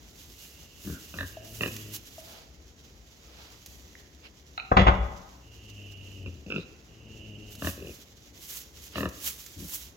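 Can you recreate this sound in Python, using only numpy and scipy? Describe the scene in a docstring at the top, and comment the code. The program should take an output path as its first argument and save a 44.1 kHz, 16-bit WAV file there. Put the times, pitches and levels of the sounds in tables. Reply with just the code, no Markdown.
"""Barn air and rustling straw come first, then a big dozing pig's faint nasal whistle and low groans.
A piglet close by grunts in short rattles, sniffs and roots: slow vocal-fold flaps ring its airway.
The groans are a sine hum with rasp and whistle; the straw is filtered noise with tiny clicks.
Halfway through, a latch clicks and a gate bangs: its panel rings in decaying modes round the barn,
while noise bursts form its rattle."""
import sys
import numpy as np
from scipy import signal
from scipy.fft import rfft, irfft, next_fast_len
from scipy.io import wavfile

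SR = 44100
rng = np.random.default_rng(int(sys.argv[2]) if len(sys.argv) > 2 else 0)


def wrap_up_sound(samples):
    """Save the sound to the file named by the first command line argument, as 16-bit audio."""
    columns = np.atleast_2d(samples).T
    # keep every value between -1 and 1, then stretch to whole-number steps
    tamed = np.clip(columns, -1, 1)
    steps = np.round(tamed * 32767).astype(np.int16)
    wavfile.write(sys.argv[1], SR, steps)


N = 439236
TIME = np.arange(N) / SR  # s

# spectrum of the barn air: (frequency [Hz], relative level [dB])
AIR_SPECTRUM = [(25, -21), (64, 9), (97, -3), (135, -4.5), (226, -8.5), (320, -7.5), (961, -23.5),
                (1610, -27.5), (2000, -25), (2600, -31.5), (4400, -120)]
AIR_DB = -51.5

# stirring of the straw, which sets its crisp sizzle: (time [s], level before trims [dB])
STRAW_STIR = [(0.0, -67), (0.47, -53), (0.7, -67), (1.3, -50.5), (1.41, -69), (1.5, -50.5), (1.68, -48),
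              (2.0, -61.5), (2.28, -54), (2.55, -77.5), (3.2, -72.5), (3.5, -64.5), (4.2, -77), (6.18, -70),
              (6.45, -80), (7.42, -74), (7.65, -61), (7.95, -54), (8.12, -72), (8.75, -63), (9.15, -58.5),
              (9.42, -48), (9.55, -58), (9.75, -36), (9.96, -73)]
# shoves through the straw: (time [s], half width [s], level before trims [dB])
STRAW_SHOVES = [(0.887, 0.076, -51), (1.949, 0.021, -41.5), (7.526, 0.022, -53), (7.677, 0.057, -38.5),
                (8.46, 0.056, -49.5), (8.557, 0.049, -40.5), (8.844, 0.022, -51), (8.995, 0.037, -47),
                (9.265, 0.045, -35), (9.742, 0.024, -46)]
# spectra of sliding and of crisp stalks: (frequency [Hz], relative level [dB])
RUSTLE_SPECTRUM = [(700, -11.5), (1500, -5), (2300, -4), (3000, 1), (4500, 0.5), (6400, 4.5), (7400, -2.5),
                   (8500, -26), (11000, -16.5)]
SIZZLE_SPECTRUM = [(5000, -24), (7500, 0.5), (9000, -4.5), (10500, 2), (12200, 5.5), (14000, 2.5),
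                   (16000, 2.5)]
# the softer rustle grows more slowly than the sizzle: levels at rest, and dB of rustle per dB of sizzle
REST_SIZZLE_DB, REST_RUSTLE_DB, RUSTLE_GROWTH = -72.5, -62, 0.38

# groans of the big pig: (time [s], length [s], time to the fullest point [s], settled pitch [Hz],
#   hum level [dB], rasp level [dB], nasal whistle level [dB], final slump [0-1])
GROANS = [(0.286, 1.21, 0.13, 112.2, -89, -88, -64, 0.02),
          (1.253, .77, 0.36, 105.3, -45.5, -47.5, -58.5, 0.01),
          (5.379, 1.113, 0.42, 95.55, -47, -52, -54.5, 0.99),
          (6.84, 0.865, 0.34, 103.4, -49.5, -47.5, -56, 0.03)]
# spectrum of the groan's rasp: (frequency [Hz], relative level [dB])
RASP_SPECTRUM = [(110, 10), (190, 5.5), (290, 5.5), (450, -2.5), (650, -8.5), (1000, -36), (2000, -63)]
# each groan starts at one pitch and sags; it swells to its fullest point and eases off
GROAN_START_HZ, SAG_S = 115.3, 0.38
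GROAN_ATTACK_S, GROAN_RELEASE_S = 0.053, 0.075
# levels at both ends relative to the fullest point; the whistle follows with this share of them
SWELL_DB, EASE_DB, WHISTLE_SHARE = -14.5, -3.5, 0.88
# a slump is a last push of air, then slack folds and a falling pitch (times before the groan's end)
PUSH_BEFORE_S, PUSH_WIDTH_S, PUSH_DB = 0.23, 0.083, 9
SLACK_BEFORE_S, SLACK_S, SLACK_HZ = 0.14, 0.087, 30.94
SLACK_WHISTLE_DB = -32  # the whistle fades as the folds go slack

# piglet grunts: (time [s], number of flaps [count], flap rate [Hz], fullest moment [flaps],
#   swell [dB/flap], fade [dB/flap], brightening [dB/flap per factor e above the throat resonance],
#   extra level of every second flap [dB], leak relative to voice [dB], belly level [dB],
#   chest level [dB], throat level [dB], jaw level [dB], mouth level [dB], nose level [dB],
#   mouth frequency [Hz], mouth glide [octaves/flap])
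GRUNTS = [(0.848, 5, 39.28, 1.5, 7, 4, 1.5, 1, -4, -42, -38, -48, -61, -58, -66, 1730, -0.062),
          (1.139, 2, 40, 1.5, 0, -2, -6, 0.5, -2, -46, -45.5, -54, -52, -55, -53.5, 1550, 0),
          (1.186, 3, 46.1, 2, -0.5, 0, -1.5, 2, -4, -40.5, -43.5, -48.5, -46.5, -37.5, -50.5, 1810, -0.035),
          (1.608, 3, 39.04, -0.5, 20.5, -0.5, -1, 1.5, -5.5, -44, -37.5, -37, -41.5, -40.5, -35, 1836, 0),
          (6.26, 1, 47.3, 12, 0, 0, 0, 0, -3, -40, -43, -45.5, -57, -63, -46.5, 1440, 0),
          (6.463, 2, 49.1, 1, 1, 0, 2, 0, -3, -46, -40.5, -46.5, -75, -72, -57, 1400, 0),
          (6.502, 5, 51.27, 1, -2.5, -1.3, -1.15, 3.5, -4.5, -52, -35.5, -37.5, -54, -47, -38.5, 1460, -0.014),
          (7.621, 3, 40.5, 2, 3, 0, 0.5, -0.5, -5.5, -35.5, -34.5, -43, -39.5, -40.5, -44, 1720, 0.019),
          (7.777, 6, 43, 0.5, 3, -1, 0.5, -2, -1.5, -50, -48.5, -45, -80, -75, -55.5, 1300, .03),
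          (8.956, 5, 40.28, 4, 1, 11, -0.7, 1, -6, -38, -33, -37, -37.5, -43, -45.5, 1840, -0.0056),
          (9.564, 5, 49.86, 3.5, 5.5, 6, 4.5, 0, -0.5, -45.5, -43.5, -56, -81, -87, -82, 1300, 0)]
# fixed resonances of the piglet's airway: (frequency [Hz], width [Hz], relative level [dB])
BELLY = [(82, 50, 0)]
CHEST = [(205, 85, 0), (265, 100, -1.5)]
THROAT = [(384, 310, 0)]
JAW = [(1198, 360, -0.44), (590, 173, -0.057)]
NOSE = [(2763, 273, -3.5), (3860, 720, -19), (5400, 600, -19)]
# the mouth's upper resonance: frequency over that of the first, width, relative level
OVERTONE_RATIO, OVERTONE_WIDTH_HZ, OVERTONE_DB = 2.22, 680, -6

# the piglet's sniffs: (time of the fullest point [s], length [s], rush of air level [dB],
#   nostril ring level [dB], nostril frequency [Hz], nostril width [Hz], nostril glide [octaves/s])
SNIFFS = [(0.951, 0.09, -62, -54, 1484, 200, -0.23), (2.336, 0.18, -53, -57.5, 698, 350, 0),
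          (3.411, 0.22, -54, -62.5, 750, 497, 1.34), (4.258, 0.036, -52, -55, 2700, 890, 2),
          (6.603, 0.052, -55, -52, 3790, 394, 1.1), (8.974, 0.055, -44, -49, 2950, 600, -2.04)]
# spectrum of the rushing air: (frequency [Hz], relative level [dB])
SNIFF_SPECTRUM = [(250, -2), (450, 4.5), (800, -4), (1300, 1.5), (2000, -3.5), (3000, -1), (5000, 0),
                  (8000, -20)]

# breaking stalks: (time [s], level before decay [dB])
SNAPS = [(0.997, -46), (1.321, -48.5), (1.62, -38), (1.675, -39), (1.764, -34.5), (3.661, -39.5),
         (7.552, -43), (9.089, -40), (9.463, -39.5), (9.721, -40)]

# small hollow knocks: (time [s], starting level [dB], settled frequency [Hz], 60 dB decay time [s])
KNOCKS = [(1.37, -32, 618, 0.067), (2.181, -37, 624, 0.095), (3.953, -26, 1800, 0.0061)]

# clicks of the gate's latch: (time [s], level [dB])
LATCH_CLICKS = [(4.577, -46), (4.5845, -60), (4.591, -60), (4.598, -50)]
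# the latch's resonances: (frequency [Hz], width [Hz], relative level [dB])
LATCH_MODES = [(785, 160, -8), (1330, 110, -5.5), (2500, 380, -8.5), (3960, 300, -16.5)]

# blows on the gate: (time [s], rattle decay [s], ring level before the boom trim [dB],
#   hardness as tilt of the ring [dB/octave], body level [dB], clang level [dB], clank level [dB])
BLOWS = [(4.7152, 0.0055, -25.5, 0, -28.5, -10, -54.5), (4.767, 0.0085, -23, 2.5, -18, -10.5, -20),
         (4.785, 0.021, -33, -3, -18.5, -30, -28), (4.866, 0.015, -20, -0.5, -36, -18, -30.5),
         (4.882, 0.013, -25, -0.5, -18, -20.5, -39)]
# modes of the gate's panel: (frequency [Hz], relative level [dB], 60 dB decay time [s])
PANEL_MODES = [(41.6, 0, 0.43), (63, 5, 0.42), (98.9, 1.5, 0.53), (187.7, 0.5, 0.31), (362, -8, 0.36),
               (466, -18, 0.55), (575, -12, 0.46), (729, -13, 0.5), (1027, -10, 0.15), (1290, -12, .35),
               (1990, -15.5, .38), (3400, -26, .55)]
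# spectra of its loose parts: (frequency [Hz], relative level [dB])
BODY_SPECTRUM = [(40, -8.5), (90, -5.5), (185, 15.5), (260, -8.5), (450, 3), (800, 0), (2000, -101)]
CLANG_SPECTRUM = [(100, 8), (250, 8), (500, 11.5), (800, 15.5), (1250, 15), (1600, 6.5), (2100, -11),
                  (2800, -25), (6000, -67)]
CLANK_SPECTRUM = [(1200, -18.5), (2050, 5.5), (2500, -1.5), (3100, -2.5), (3500, -5.5), (4100, -14),
                  (5100, -18), (6900, -25), (8500, -54.5)]
# wobbles of the loose sheet: (time [s], half width [s], frequency [Hz], level [dB])
WOBBLES = [(4.74, .02, 75, -28), (4.795, .012, 75, -17), (4.829, .02, 68, -18), (4.882, .028, 56, -19.5),
           (5.005, .052, 58, -22)]

BARN_T60_S, BARN_TREBLE_T60_S = 0.91, 0.74
# microphone pair, side signal: (frequency [Hz], gain [dB])
WIDTH_CURVE = [(60, -14.5), (250, -15.5), (450, -8.5), (800, -0.5), (3000, 2), (6000, -4), (9000, -8.5),
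               (14000, -9)]
# microphone pair, left minus right: (frequency [Hz], difference [dB])
BALANCE_CURVE = [(60, 2.5), (500, 3.5), (1100, 4), (2200, -6.5), (5500, -4.5), (12000, -3.5)]
PORT_LAG, PIGLET_LAG = 20, 4  # delays between the ports for gate and piglet (samples)
CEILING = 0.96  # level towards which peaks are rounded (share of full scale)
TOP_HZ = 15950


def undb(db):
    """Amplitude is ten to the power of the level over 20 dB."""
    return 10 ** (np.asarray(db) / 20)


def unit(x):
    """Normalize to a root-mean-square amplitude of 1."""
    return x / np.sqrt(np.mean(x ** 2) + 1e-20)


def add(out, x, s):
    """Superpose x on out from time s."""
    i = max(int(s * SR), 0)
    out[..., i:i + x.shape[-1]] += x[..., :N - i]


def colour(x, points):
    """Linear filtering: multiply the spectrum by a curve through (Hz, dB) points on a log axis."""
    size = next_fast_len(x.shape[-1] + 2048)
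    hz, db = np.transpose(points)
    bins_hz = np.arange(size // 2 + 1) * SR / size
    gain = undb(np.interp(np.log(bins_hz + 1), np.log(hz), db))
    return irfft(rfft(x, size) * gain, size)[..., :x.shape[-1]]


def resonate(x, modes):
    """Parallel damped resonators (Hz, width, dB) with steep skirts: each ring swells, then dies."""
    t = TIME[:SR // 12]
    ring = np.zeros(len(t))
    for hz, width, db in modes:
        envelope = (width * t) ** 2 * np.exp(-2 * np.pi * width * t)
        ring += undb(db) * width * envelope * np.sin(2 * np.pi * hz * t)
    return signal.fftconvolve(x, ring)[:len(x)]


def walk(rate):
    """Slow random modulation: straight lines join normal draws made rate times a second."""
    steps = rng.standard_normal(8192)
    return np.interp(TIME * rate, np.arange(len(steps)), steps)


def barn(x, wet_db, early_db=-12):
    """Room reverberation: direct sound, dense early echoes and a tail that loses its treble sooner."""
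    t = TIME[:SR]
    noise = rng.standard_normal((2, SR))
    dull = signal.sosfilt(signal.butter(2, 2500, fs=SR, output="sos"), noise)
    tail = dull * undb(-60 * t / BARN_T60_S) + (noise - dull) * undb(-60 * t / BARN_TREBLE_T60_S)
    tail *= np.clip(t / 0.044, 0, 1)
    early = rng.standard_normal((2, SR)) * np.exp(-t / 0.033) * (t > 0.001)
    response = (undb(wet_db) * unit(tail) + undb(early_db) * unit(early)) / np.sqrt(SR)
    return x + signal.fftconvolve(x[None], response, axes=1)[:, :N]


def air():
    """Broadband room noise, weighted to the bass: a low, wavering rumble."""
    rumble = unit(colour(rng.standard_normal((2, N)), AIR_SPECTRUM))
    return rumble * undb(AIR_DB + 0.24 * walk(18.0) + walk(13.0))


def straw(stalks_per_s=800, crackle_db=-5.5, flicker_db=2.5, swish_rustle_db=-7, sizzle_trim_db=-1.0):
    """Friction noise: stalks slide in a hiss and snap in random tiny clicks; a shove makes them swish."""
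    stir_db = np.interp(TIME, *np.transpose(STRAW_STIR))
    rustle_db = REST_RUSTLE_DB + RUSTLE_GROWTH * (stir_db - REST_SIZZLE_DB)
    shove = sum(undb(db) * np.exp(-((TIME - at) / width) ** 2) for at, width, db in STRAW_SHOVES)
    ticks = (rng.random(N) < stalks_per_s / SR).astype(float)
    # each click dies away over 0.4 ms
    ticks = signal.lfilter([1], [1, -np.exp(-1 / (0.0004 * SR))], ticks)
    hiss = rng.standard_normal((2, N))
    crackle = unit(ticks * rng.standard_normal((2, N)))
    grain = (hiss + undb(crackle_db) * crackle) * undb(flicker_db * walk(40))
    rustle_gain = undb(rustle_db) + undb(swish_rustle_db) * shove
    sizzle_gain = undb(stir_db + sizzle_trim_db) + shove
    rustle = rustle_gain * unit(colour(grain, RUSTLE_SPECTRUM))
    sizzle = sizzle_gain * unit(colour(grain, SIZZLE_SPECTRUM))
    return np.sqrt(2) * (rustle + sizzle)


def groan_controls():
    """Breath effort and fold tension set pitch and the strengths of hum, rasp and whistle."""
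    hz, strengths = np.full(N, float(GROAN_START_HZ)), np.zeros((3, N))
    for s, length, fullest_s, settled_hz, hum_db, rasp_db, whistle_db, slump in GROANS:
        age = TIME[:int(length * SR)]
        left = length - age
        sag = (GROAN_START_HZ - settled_hz) * (1 - np.exp(-(age / SAG_S) ** 2))
        slack = np.clip(slump, 0, 1) * (1 + np.tanh((SLACK_BEFORE_S - left) / SLACK_S)) / 2
        add(hz, -sag - slack * SLACK_HZ, s)
        effort_db = np.interp(age, [0, fullest_s, length], [SWELL_DB, 0, EASE_DB])
        push_db = slump * PUSH_DB * np.exp(-((left - PUSH_BEFORE_S) / PUSH_WIDTH_S) ** 2)
        voice_db = effort_db + push_db
        snout_db = WHISTLE_SHARE * effort_db + slack * SLACK_WHISTLE_DB
        levels_db = [hum_db + voice_db, rasp_db + voice_db, whistle_db + snout_db]
        fade = np.minimum(np.minimum(age / GROAN_ATTACK_S, left / GROAN_RELEASE_S), 1) ** 2
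        add(strengths, fade * undb(levels_db), s)
    return hz, *strengths


def big_pig(waver=0.012, rough=1.0, throb=0.34):
    """Periodic phonation: a sine hum, rasping fold pulses, and snout noise that throbs once a cycle."""
    hz, hum, rasp, whistle = groan_controls()
    cycles = np.cumsum(hz * (1 + waver * walk(70))) / SR
    pulses = np.diff(np.floor(cycles), prepend=0) * undb(2 * walk(82))
    flow = rng.standard_normal(N) * (1 + throb * np.cos(2 * np.pi * cycles))
    voice = rasp * unit(colour(unit(pulses) + rough * flow, RASP_SPECTRUM))
    snout = whistle * unit(resonate(flow, [(2840, 263, 0)]))
    pure_tone = np.sqrt(2) * np.sin(2 * np.pi * cycles)
    return hum * pure_tone + barn(voice + snout, wet_db=-5.5, early_db=-5)


def airway(modes, detune, rise_s=0.0018):
    """Impulse response of a damped cavity: each resonance (Hz, width, dB) swells and is soon spent."""
    t = TIME[:SR // 25]
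    ring = np.zeros(len(t))
    for hz, width, db in modes:
        ring += undb(db) * width * np.exp(-(width * t) ** 2) * np.sin(2 * np.pi * hz * detune * t)
    return ring * (1 - np.exp(-(t / rise_s) ** 2))


def piglet(scatter_db=1.5, wander=0.02, puff_db=-13, puff_s=0.0017, mouth_width_hz=250, lowest_hz=55):
    """Source and filter: slow fold flaps, each with a puff of air, ring the airway a little differently."""
    out, t = np.zeros(N), TIME[:SR // 3]
    puff_t = TIME[:SR // 50]
    for grunt in GRUNTS:
        s, count, rate_hz, fullest, swell_db, fade_db, bright_db, limp_db, leak_db = grunt[:9]
        *levels, mouth_hz, glide = grunt[9:]
        flap = np.arange(round(count))
        length = len(flap) / rate_hz
        mouth = [(mouth_hz, mouth_width_hz, 0),
                 (OVERTONE_RATIO * mouth_hz, OVERTONE_WIDTH_HZ, OVERTONE_DB)]
        late = flap - fullest
        pressure_db = swell_db * np.minimum(late, 0) - fade_db * np.maximum(late, 0)
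        for modes, db in zip((BELLY, CHEST, THROAT, JAW, mouth, NOSE), levels):
            # alternation of the flaps grows with resonance frequency; only the mouth changes shape
            height = np.log(modes[0][0] / THROAT[0][0])
            shape_db = pressure_db + bright_db * height * flap + limp_db * (flap % 2) * (1 + height)
            tuning = 2 ** (glide * flap * (modes is mouth))
            voice = np.zeros(len(t))
            for k, (size, shift) in zip(flap, rng.standard_normal((len(flap), 2))):
                puff = rng.standard_normal(len(puff_t)) * np.exp(-puff_t / puff_s)
                drive = undb(puff_db) * puff / np.linalg.norm(puff)
                drive[0] += 1  # the flap itself is an impulse
                ring = signal.fftconvolve(drive, airway(modes, tuning[k] * (1 + wander * shift)))
                add(voice, undb(shape_db[k] + scatter_db * size) * ring, k / rate_hz)
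            # air leaks between the flaps; much of it turns a rattle into a soft murmur
            flow = undb(np.interp(t * rate_hz, flap, shape_db)) * (t < length)
            hiss = rng.standard_normal(len(t)) * flow
            leak = signal.fftconvolve(hiss, airway(modes, 0.93))[:len(t)]
            blend = unit(unit(voice) + undb(leak_db) * unit(leak))
            # the level refers to the grunt's own length
            add(out, undb(db) * blend * np.sqrt(length / t[-1]), s)
    # nothing below the belly's ring passes
    out = signal.sosfilt(signal.butter(4, lowest_hz, "highpass", fs=SR, output="sos"), out)
    # the piglet is close and a little to the right
    near = barn(out, wet_db=-14, early_db=-10)
    return np.array([np.roll(near[0], shift=PIGLET_LAG), near[1]])


def sniffs():
    """Turbulent flow: swells of air noise with a nostril resonance that slides as the snout flexes."""
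    out, t = np.zeros((2, N)), TIME[:SR] - TIME[:SR].mean()
    for s, length, rush_db, ring_db, hz, width_hz, glide in SNIFFS:
        rush = colour(rng.standard_normal((2, SR)), SNIFF_SPECTRUM)
        # slow noise on a carrier makes a noise band around it
        lowpass = signal.butter(2, width_hz / 2, fs=SR, output="sos")
        flutter = signal.sosfilt(lowpass, rng.standard_normal((2, 2, SR)))
        phase = 2 * np.pi * np.cumsum(hz * 2 ** (glide * np.clip(t, -length, length))) / SR
        nostril = flutter[0] * np.cos(phase) + flutter[1] * np.sin(phase)
        swell = np.exp(-2 * (t / length) ** 2)
        add(out, swell * (undb(rush_db) * unit(rush) + undb(ring_db) * unit(nostril)), s + t[0])
    return out * undb(1.8 * walk(55))


def snaps(decay_s=0.0066):
    """Brittle fracture: stalks breaking under a trotter give sudden, decaying noise bursts."""
    out, t = np.zeros(N), TIME[:SR // 20]
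    for s, db in SNAPS:
        noise = rng.standard_normal(len(t))
        crack = unit(colour(noise, RUSTLE_SPECTRUM) + 0.5 * colour(noise, SIZZLE_SPECTRUM))
        add(out, undb(db) * np.exp(-t / decay_s) * crack, s)
    return barn(out, wet_db=1.0)


def knocks():
    """Free decay of a single mode: small hollow knocks, each one ring that sags in pitch."""
    out, t = np.zeros(N), TIME[:SR // 4]
    for s, db, hz, t60 in KNOCKS:
        ring = np.sin(2 * np.pi * np.cumsum(hz * (1 + 0.066 * np.exp(-t / 0.019))) / SR)
        add(out, undb(db - 60 * t / t60) * ring * (1 - np.exp(-t / 0.00089)), s)
    return barn(out, wet_db=-4, early_db=-9)


def latch(scrape_s=0.00045):
    """Friction exciting resonances: the bolt jerks free, each brief scrape ringing as a dry click."""
    out, t = np.zeros(N), TIME[:SR // 4]
    for s, db in LATCH_CLICKS:
        scrape = rng.standard_normal(len(t)) * t * np.exp(-t / scrape_s)
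        add(out, undb(db) * unit(resonate(scrape, LATCH_MODES)), s)
    near = barn(out, wet_db=-8, early_db=-5)
    return np.array([near[0], np.roll(near[1], shift=PORT_LAG)])


def gate(rise_s=0.0016, push_s=0.00024, chatter_db=4.0, boom_trim_db=-4.0):
    """Modal vibration: each blow rings the panel and makes loose parts chatter; the sheet wobbles on."""
    rattle, boom, t = np.zeros(N), np.zeros(N), TIME[:SR]
    for s, decay_s, ring_db, hard_db, *levels in BLOWS:
        ring = np.zeros(len(t))
        for hz, db, t60 in PANEL_MODES:
            tilt_db = hard_db * np.log2(hz / PANEL_MODES[0][0])
            ring += undb(db + tilt_db - 60 * t / t60) * np.sin(2 * np.pi * hz * t)
        add(boom, undb(ring_db) * ring * (1 - np.exp(-t / push_s)), s)
        chatter = undb(chatter_db * walk(356)[:SR])
        shake = (1 - np.exp(-t / rise_s)) * np.exp(-(t / (2 * decay_s)) ** 2) * chatter
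        for points, db in zip((BODY_SPECTRUM, CLANG_SPECTRUM, CLANK_SPECTRUM), levels):
            add(rattle, undb(db) * shake * unit(colour(rng.standard_normal(SR), points)), s)
    wobble = np.zeros(N)
    for at, width, hz, db in WOBBLES:
        age = TIME - at
        wobble += undb(db) * np.exp(-(age / width) ** 2) * np.sin(2 * np.pi * hz * age)
    # the gate stands to one side, so its clatter reaches the right port later
    near = barn(rattle, wet_db=-12.5, early_db=-6.5)
    clatter = np.array([near[0], np.roll(near[1], shift=PORT_LAG)])
    return clatter + undb(boom_trim_db) * barn(boom, wet_db=-11.5, early_db=-12) + wobble


def scene():
    """Superposition of the barn air, the bedding, both pigs and the gate."""
    return air() + straw() + big_pig() + piglet() + sniffs() + snaps() + knocks() + latch() + gate()


def record(dry):
    """Stereo reception: two close ports hear the bass nearly alike, each with its own colour."""
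    mid, side = (dry[0] + dry[1]) / 2, colour((dry[0] - dry[1]) / 2, WIDTH_CURVE)
    ports = []
    for sign in (1, -1):  # left, right
        balance = [(hz, sign * db / 2) for hz, db in BALANCE_CURVE]
        ports.append(colour(mid + sign * side, balance))
    # the small ports cannot pass the deepest bass
    ports = signal.sosfilt(signal.butter(4, 36, "highpass", fs=SR, output="sos"), ports)
    # the loudest peaks are rounded off
    ports = ports / (1 + (ports / CEILING) ** 4) ** (1 / 4)
    # the top is cut steeply
    return signal.sosfilt(signal.ellip(10, 0.2, 70, TOP_HZ, fs=SR, output="sos"), ports)


dry = scene()
out = record(dry)
wrap_up_sound(out)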